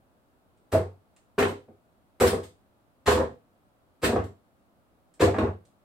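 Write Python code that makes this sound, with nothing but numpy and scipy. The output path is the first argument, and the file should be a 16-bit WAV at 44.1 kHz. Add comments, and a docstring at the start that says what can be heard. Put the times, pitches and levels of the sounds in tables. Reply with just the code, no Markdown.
"""A cloth rag is slapped six times against a painting board on an easel, in a small quiet studio.
The rag lands fold by fold with a swish, and often its loose end flaps after it. The board is pushed
against the easel and swings back; each bump is a short chatter of contacts that knock, ring and boom.
Small ticks sound between the slaps. The hard walls echo the swishes, knocks and ticks,
and the room's air rushes faintly behind it all."""
import sys
import numpy as np
from scipy import signal
from scipy.fft import rfft, irfft, next_fast_len
from scipy.io import wavfile
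from scipy.ndimage import uniform_filter1d, minimum_filter1d

SR = 44100
rng = np.random.default_rng(int(sys.argv[2]) if len(sys.argv) > 2 else 0)


def dump(signal):
    """Clip the signal to [-1, 1] and save it as 16-bit WAV at the path in sys.argv[1]."""
    limited = np.clip(np.atleast_2d(signal).T, -1, 1)
    pcm = np.round(limited * 32767).astype(np.int16)
    wavfile.write(sys.argv[1], SR, pcm)


N = 257669
T = np.arange(SR * 3 // 8) / SR  # time within one event [s]

# The rag hits a new spot each time. A fade time is how long a sound takes to drop by 60 dB.
# (first touch [s], landing time [s], fade time [s], level [dB], air clap over cloth [dB],
# brightness [dB per octave], pitch the spot favours [Hz], its boost [dB], easel rocking over bending [dB])
SLAPS = [(0.717, 0.0086, 0.085, -34, 2.5, 1.5, 624, 6.5, -12),
         (1.379, 0.0082, .12, -33, 9, 1.5, 277, 7.5, -13.5),
         (2.199, 0.0026, .26, -30, 5.5, 4, 491, 1.5, 0.5),
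         (3.058, 0.011, 0.21, -24, -5, -1.23, 490, 3.5, 1.5),
         (4.018, .029, .055, -26, 5, 0.73, 240, 6.5, 0.5),
         (5.195, .022, 0.087, -25, 0, -1.66, 340, 6.5, -2.5)]
# The rag's loose end flaps onto the board: (time [s], level [dB])
FLAPS = [(1.478, -41.5), (2.268, -24), (2.43, -48), (3.122, -31.5), (4.235, -52.5)]
# The board bumps the easel: (time [s], level [dB], first gap of the chatter [s],
# drop to the second contact [dB], clack over knock [dB], boom [dB])
BUMPS = [(0.726, -16, .0215, 2.5, -9, -0.5), (0.856, -39.5, 0.018, 21, -17, -1.5),
         (1.380, -17.5, .02, 1.5, -5, -16.5), (1.424, -19.5, .03, 9, 0.5, -8.5),
         (1.505, -30, .025, 18, -8.5, -20), (1.682, -43, .02, 34, -23, -10),
         (2.209, -13.5, .025, 2, -6.5, -10), (2.328, -20.5, .044, 7.5, -11.5, -8.5),
         (3.073, -12, .036, 3, -6, -11), (3.175, -17, .022, 3, -7, -12),
         (4.033, -20.5, .026, -0.1, -10, -8.5), (4.159, -18, .028, 7, -5.5, -6.5),
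         (5.202, -19.5, .02, 10, -14.5, -15), (5.219, -9.5, .052, 7, -9, -9),
         (5.342, -25, 0.019, 1.5, -1.5, -12), (5.383, -21, .025, 1.5, -4.5, -7),
         (5.424, -19.5, .035, 8.5, -14.5, -1)]
# Board and easel tick: (time [s], level [dB], woody crack over thin click [dB])
TICKS = [(0.574, -70, -7), (1.163, -55, -3.5), (1.426, -35, 12.5), (2.433, -48, -1), (5.139, -54.5, -23),
         (5.384, -45.5, 18), (5.652, -57.5, -18)]

# The tones the wood rings with: (pitch [Hz], level [dB], fade time [s])
PANEL_TONES = [(212.3, -6.5, 0.17), (231, 2, 0.1), (263.3, -8, 0.34), (324.6, -4.5, 0.16),
               (378.8, -4, 0.28), (406, -1, 0.3), (426, -19, 0.23), (491.1, -0.5, 0.21),
               (528.6, -8.5, 0.26), (637, -4, 0.18), (670.4, -18.5, 0.2), (864, -16.5, 0.25),
               (977, -17.5, 0.17), (1106, -24.5, 0.29), (2490, -28, .22)]  # the board's face
BENDING_TONES = [(95.84, 2, 0.36), (116, -5.5, 0.18), (152.4, -13, 0.25)]  # board and easel bend slowly
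ROCKING_TONES = [(59, -16, 0.31), (78.4, 0, 0.29)]  # the easel rocks

# A noise's colour is how strong it is from low to high: (frequency [Hz], level [dB])
CLOTH_COLOUR = [(60, -24.5), (300, 2.5), (1200, 6), (2500, 0.5), (4000, 2), (5600, -5), (7000, -5),
                (8300, 1.5), (10000, -13.5), (12500, -5.5), (16000, -20)]
CLAP_COLOUR = [(60, -21.5), (300, 8.5), (900, -5), (1700, 0), (2700, -6.5), (4000, -24.5), (8000, -35),
               (16000, -47.5)]  # air trapped under the rag
KNOCK_COLOUR = [(25, -50), (55, -25), (110, -17), (140, -8), (220, -7.5), (295, -12), (400, -1.5), (500, 2),
                (580, -14.5), (700, -6), (1000, -22.5), (2000, -39.5), (6000, -61)]
CLACK_COLOUR = [(200, -22), (600, 3.5), (1050, 7.5), (1300, 1), (1700, -2), (2500, -15), (4000, -28.5),
                (8000, -35), (16000, -64)]
CLICK_COLOUR = [(300, -14), (1500, -2.5), (3500, 1.5), (6500, -1), (8400, 11), (10500, -8), (16000, -17.5)]
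CRACK_COLOUR = [(300, -10), (900, 2), (1700, 6.5), (3000, 3), (4200, -4), (6500, -21), (10000, -27.5),
                (16000, -27)]
AIR_COLOUR = [(20, -16.5), (56, -2.5), (120, -2), (155, -5), (255, -1.5), (446, -9), (642, -5),
              (900, -12.5), (1290, -15), (1860, -24.5), (4000, -30), (6000, -36), (8500, -33), (15500, -34)]

# How long the walls echo: (frequency [Hz], fade time [s])
ECHO_FADE = [(100, 0.4), (500, 0.25), (1500, 0.24), (4000, 0.29), (8000, 0.27), (15000, 0.18)]
# How wide the echo and the air sound: (frequency [Hz], sides over middle [dB])
ECHO_WIDTH = [(60, -15), (200, -8.5), (380, -7.5), (700, -0.5), (1300, 1.5), (4000, 0.5), (8000, 1),
              (15000, -0.5)]
AIR_WIDTH = [(60, 1), (130, -3), (290, -9), (640, -4.5), (1400, 1.5), (15000, -0.5)]


def rag(tip_db=-22, settling_curve=1.254):
    """The tip touches first, the bulk follows and squeezes out the air; the loose end comes last."""
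    out = np.zeros((2, N))
    for start, landing, fade_s, db, clap_db, bright_db, *_ in SLAPS:
        arrival = amp(tip_db * np.clip(1 - T / landing, 0, 1) ** 2)
        settling = np.exp(-np.log(1000) * (np.maximum(T - landing, 0) / fade_s) ** settling_curve)
        add(out, start, amp(db) * swish(arrival * settling, bright_db, clap_db))
    for start, db in FLAPS:
        flap = strike(rise_s=0.0053, fade_s=0.035)
        add(out, start, amp(db) * swish(flap / flap.max(), bright_db=1, clap_db=-22, count=2))
    return out


def swish(loudness, bright_db, clap_db, crumple=0.088, count=3):
    """Each fold of cloth lands with its own colour and its own path through the room."""
    out = 0
    for _ in range(count):
        shift = np.exp(crumple * rng.standard_normal())
        colour = [(hz * shift, db + bright_db * np.log2(hz)) for hz, db in CLOTH_COLOUR]
        fold = noise(colour) + amp(clap_db) * noise(CLAP_COLOUR)
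        out = out + in_room(loudness * creases() * fold, direct_db=-7)
    return out / np.sqrt(count)


def creases(per_second=600, depth_db=4.5):
    """Crumpled cloth makes many tiny contacts, so its loudness flickers."""
    strengths = rng.standard_normal(len(T))
    return unit(amp(depth_db * np.interp(T * per_second, np.arange(len(T)), strengths)))


def board(panel_db=-10, grip_s=0.17):
    """Each contact is a dull knock and a hard clack; the board rings and booms until a hand stills it."""
    out = np.zeros((2, N))
    stilling = np.exp(-(T / grip_s) ** 2)
    for start, db, gap, drop_db, clack_db, boom_db in BUMPS:
        latest_slap = [slap for slap in SLAPS if slap[0] <= start][-1]
        *_, spot_hz, boost_db, rock_db = latest_slap
        contacts = chatter(gap, drop_db)
        count = len(contacts)
        panel_tones = struck_spot(PANEL_TONES, spot_hz, boost_db)
        knock_colour = struck_spot(KNOCK_COLOUR, spot_hz, boost_db)
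        panel = ring(panel_tones, count, rise_s=0.0017, scatter_db=4, detune=0.0089)
        bending = ring(BENDING_TONES, count, rise_s=0.03, scatter_db=3, detune=0.0034)
        rocking = ring(ROCKING_TONES, count, rise_s=0.02, scatter_db=3.5, detune=0.004)
        ringing = amp(panel_db) * panel + amp(boom_db) * (bending - amp(rock_db) * rocking)
        blows = np.zeros((1, len(T)))
        for (delay, contact_db), tones in zip(contacts, ringing):
            knock = noise(knock_colour) * strike(rise_s=0.0034, fade_s=0.097)
            clack = amp(clack_db) * noise(CLACK_COLOUR) * strike(rise_s=0.0015, fade_s=0.072)
            add(blows, delay, amp(contact_db) * (knock + clack))
            add(out, start + delay, amp(db + contact_db) * tones * stilling)
        add(out, start, amp(db) * in_room(blows[0], direct_db=-2.5))
    return out


def chatter(gap, drop_db, count=4, gap_growth=1.15, drop_curve=1.67):
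    """One bump's contacts come ever further apart and usually weaker: (delay [s], level [dB])."""
    k = np.arange(count)
    delays = np.cumsum(gap * gap_growth ** (k - 1) * (k > 0))
    return list(zip(delays, -drop_db * k ** drop_curve))


def struck_spot(rows, spot_hz, boost_db, octaves=0.093):
    """The spot the rag hits brings out the sound near one pitch."""
    return [(hz, db + boost_db * np.exp(-np.log2(hz / spot_hz) ** 2 / (2 * octaves ** 2)), *rest)
            for hz, db, *rest in rows]


def ring(tones, count, rise_s, scatter_db, detune):
    """Fading tones of wood: the grip shifts their pitch, and each contact gets its own mix of them."""
    grip, *spots = rng.standard_normal((count + 1, len(tones)))
    waves = [(-1) ** k * amp(db) * fade(fade_s) * np.sin(2 * np.pi * hz * (1 + detune * shift) * T)
             for k, ((hz, db, fade_s), shift) in enumerate(zip(tones, grip))]
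    mixes = amp(scatter_db * np.array(spots))  # one row per contact
    return mixes @ np.array(waves) * (1 - np.exp(-T / rise_s))


def ticks(lean_right_db=1.5):
    """Board and easel make brief, bright contacts: a thin click on a woody crack."""
    out = np.zeros((2, N))
    for start, db, crack_db in TICKS:
        tick = noise(CLICK_COLOUR) + amp(crack_db) * noise(CRACK_COLOUR)
        tick *= strike(rise_s=0.00083, fade_s=0.037)
        add(out, start, in_room(amp(db) * tick, direct_db=-3.5))
    return out * amp([[-lean_right_db / 2], [lean_right_db / 2]])


def in_room(sound, direct_db, build_up_s=0.0011):
    """A sound arrives by the straight path, then as a dense echo from the near walls."""
    hz, t, bands = signal.stft(rng.standard_normal((2, len(T))), SR, nperseg=256)
    bands *= np.exp(-np.log(1000) * t / look_up(ECHO_FADE, hz)[:, None])
    tail = signal.istft(bands, SR, nperseg=256)[1][:, :len(T)]
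    tail = spread(tail, ECHO_WIDTH) * (1 - np.exp(-T / build_up_s))
    echo = signal.fftconvolve(sound[None], tail / np.linalg.norm(tail[0]), axes=1)[:, :len(T)]
    direct = np.array([np.roll(sound, 1), sound])  # the board stands a little to the right
    return echo + amp(direct_db) * direct


def room_air(level_db=-65.5):
    """The faint, steady rush of the quiet room."""
    return amp(level_db) * unit(spread(noise(AIR_COLOUR, (2, N)), AIR_WIDTH))


def amp(db):
    """Turn decibels into a number to multiply by."""
    return 10 ** (np.asarray(db) / 20)


def unit(x):
    """Scale a signal to an average strength (rms) of 1."""
    return x / np.sqrt(np.mean(x ** 2) + 1e-20)


def look_up(table, hz):
    """Read between a table's rows, with octaves evenly spaced."""
    frequencies, values = np.transpose(table)
    return np.interp(np.log(hz + 1), np.log(frequencies + 1), values)


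def filtered(x, gain_at):
    """Turn each frequency up or down by its own gain."""
    n = x.shape[-1]
    padded = next_fast_len(n + SR // 20, True)
    return irfft(rfft(x, padded) * gain_at(np.fft.rfftfreq(padded, 1 / SR)), padded)[..., :n]


def noise(colour, size=len(T)):
    """Noise of the given colour, at strength 1."""
    return unit(filtered(rng.standard_normal(size), lambda hz: amp(look_up(colour, hz))))


def spread(pair, width):
    """Make left and right from two signals: one for the middle, one for the sides."""
    side = filtered(pair[1], lambda hz: amp(look_up(width, hz)))
    return np.array([pair[0] + side, pair[0] - side])


def fade(fade_s):
    """Die away by 60 dB in fade_s seconds."""
    return np.exp(-np.log(1000) * T / fade_s)


def strike(rise_s, fade_s):
    """A quick rise, then a fade."""
    return (1 - np.exp(-T / rise_s)) * fade(fade_s)


def add(track, start_s, sound):
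    """Mix a sound into the track at the given time."""
    part = track[:, round(start_s * SR):][:, :len(T)]
    part += sound[..., :part.shape[1]]


def limiter(x, ceiling_db=-6.5, hold_s=0.012):
    """Turn the volume down around the strongest peaks."""
    gain = np.minimum(1, amp(ceiling_db) / (np.abs(x).max(axis=0) + 1e-9))
    span = int(hold_s * SR) + 1
    return x * uniform_filter1d(minimum_filter1d(gain, span), span)


def scene():
    """Rag, board and ticks over the room's air."""
    return rag() + board() + ticks() + room_air()


def record(dry):
    """Hold down the peaks and cut off the very highest treble."""
    top_hz = 16000
    return filtered(limiter(dry), lambda hz: 1 / np.sqrt(1 + (hz / top_hz) ** 300))


dry = scene()
out = record(dry)
dump(out)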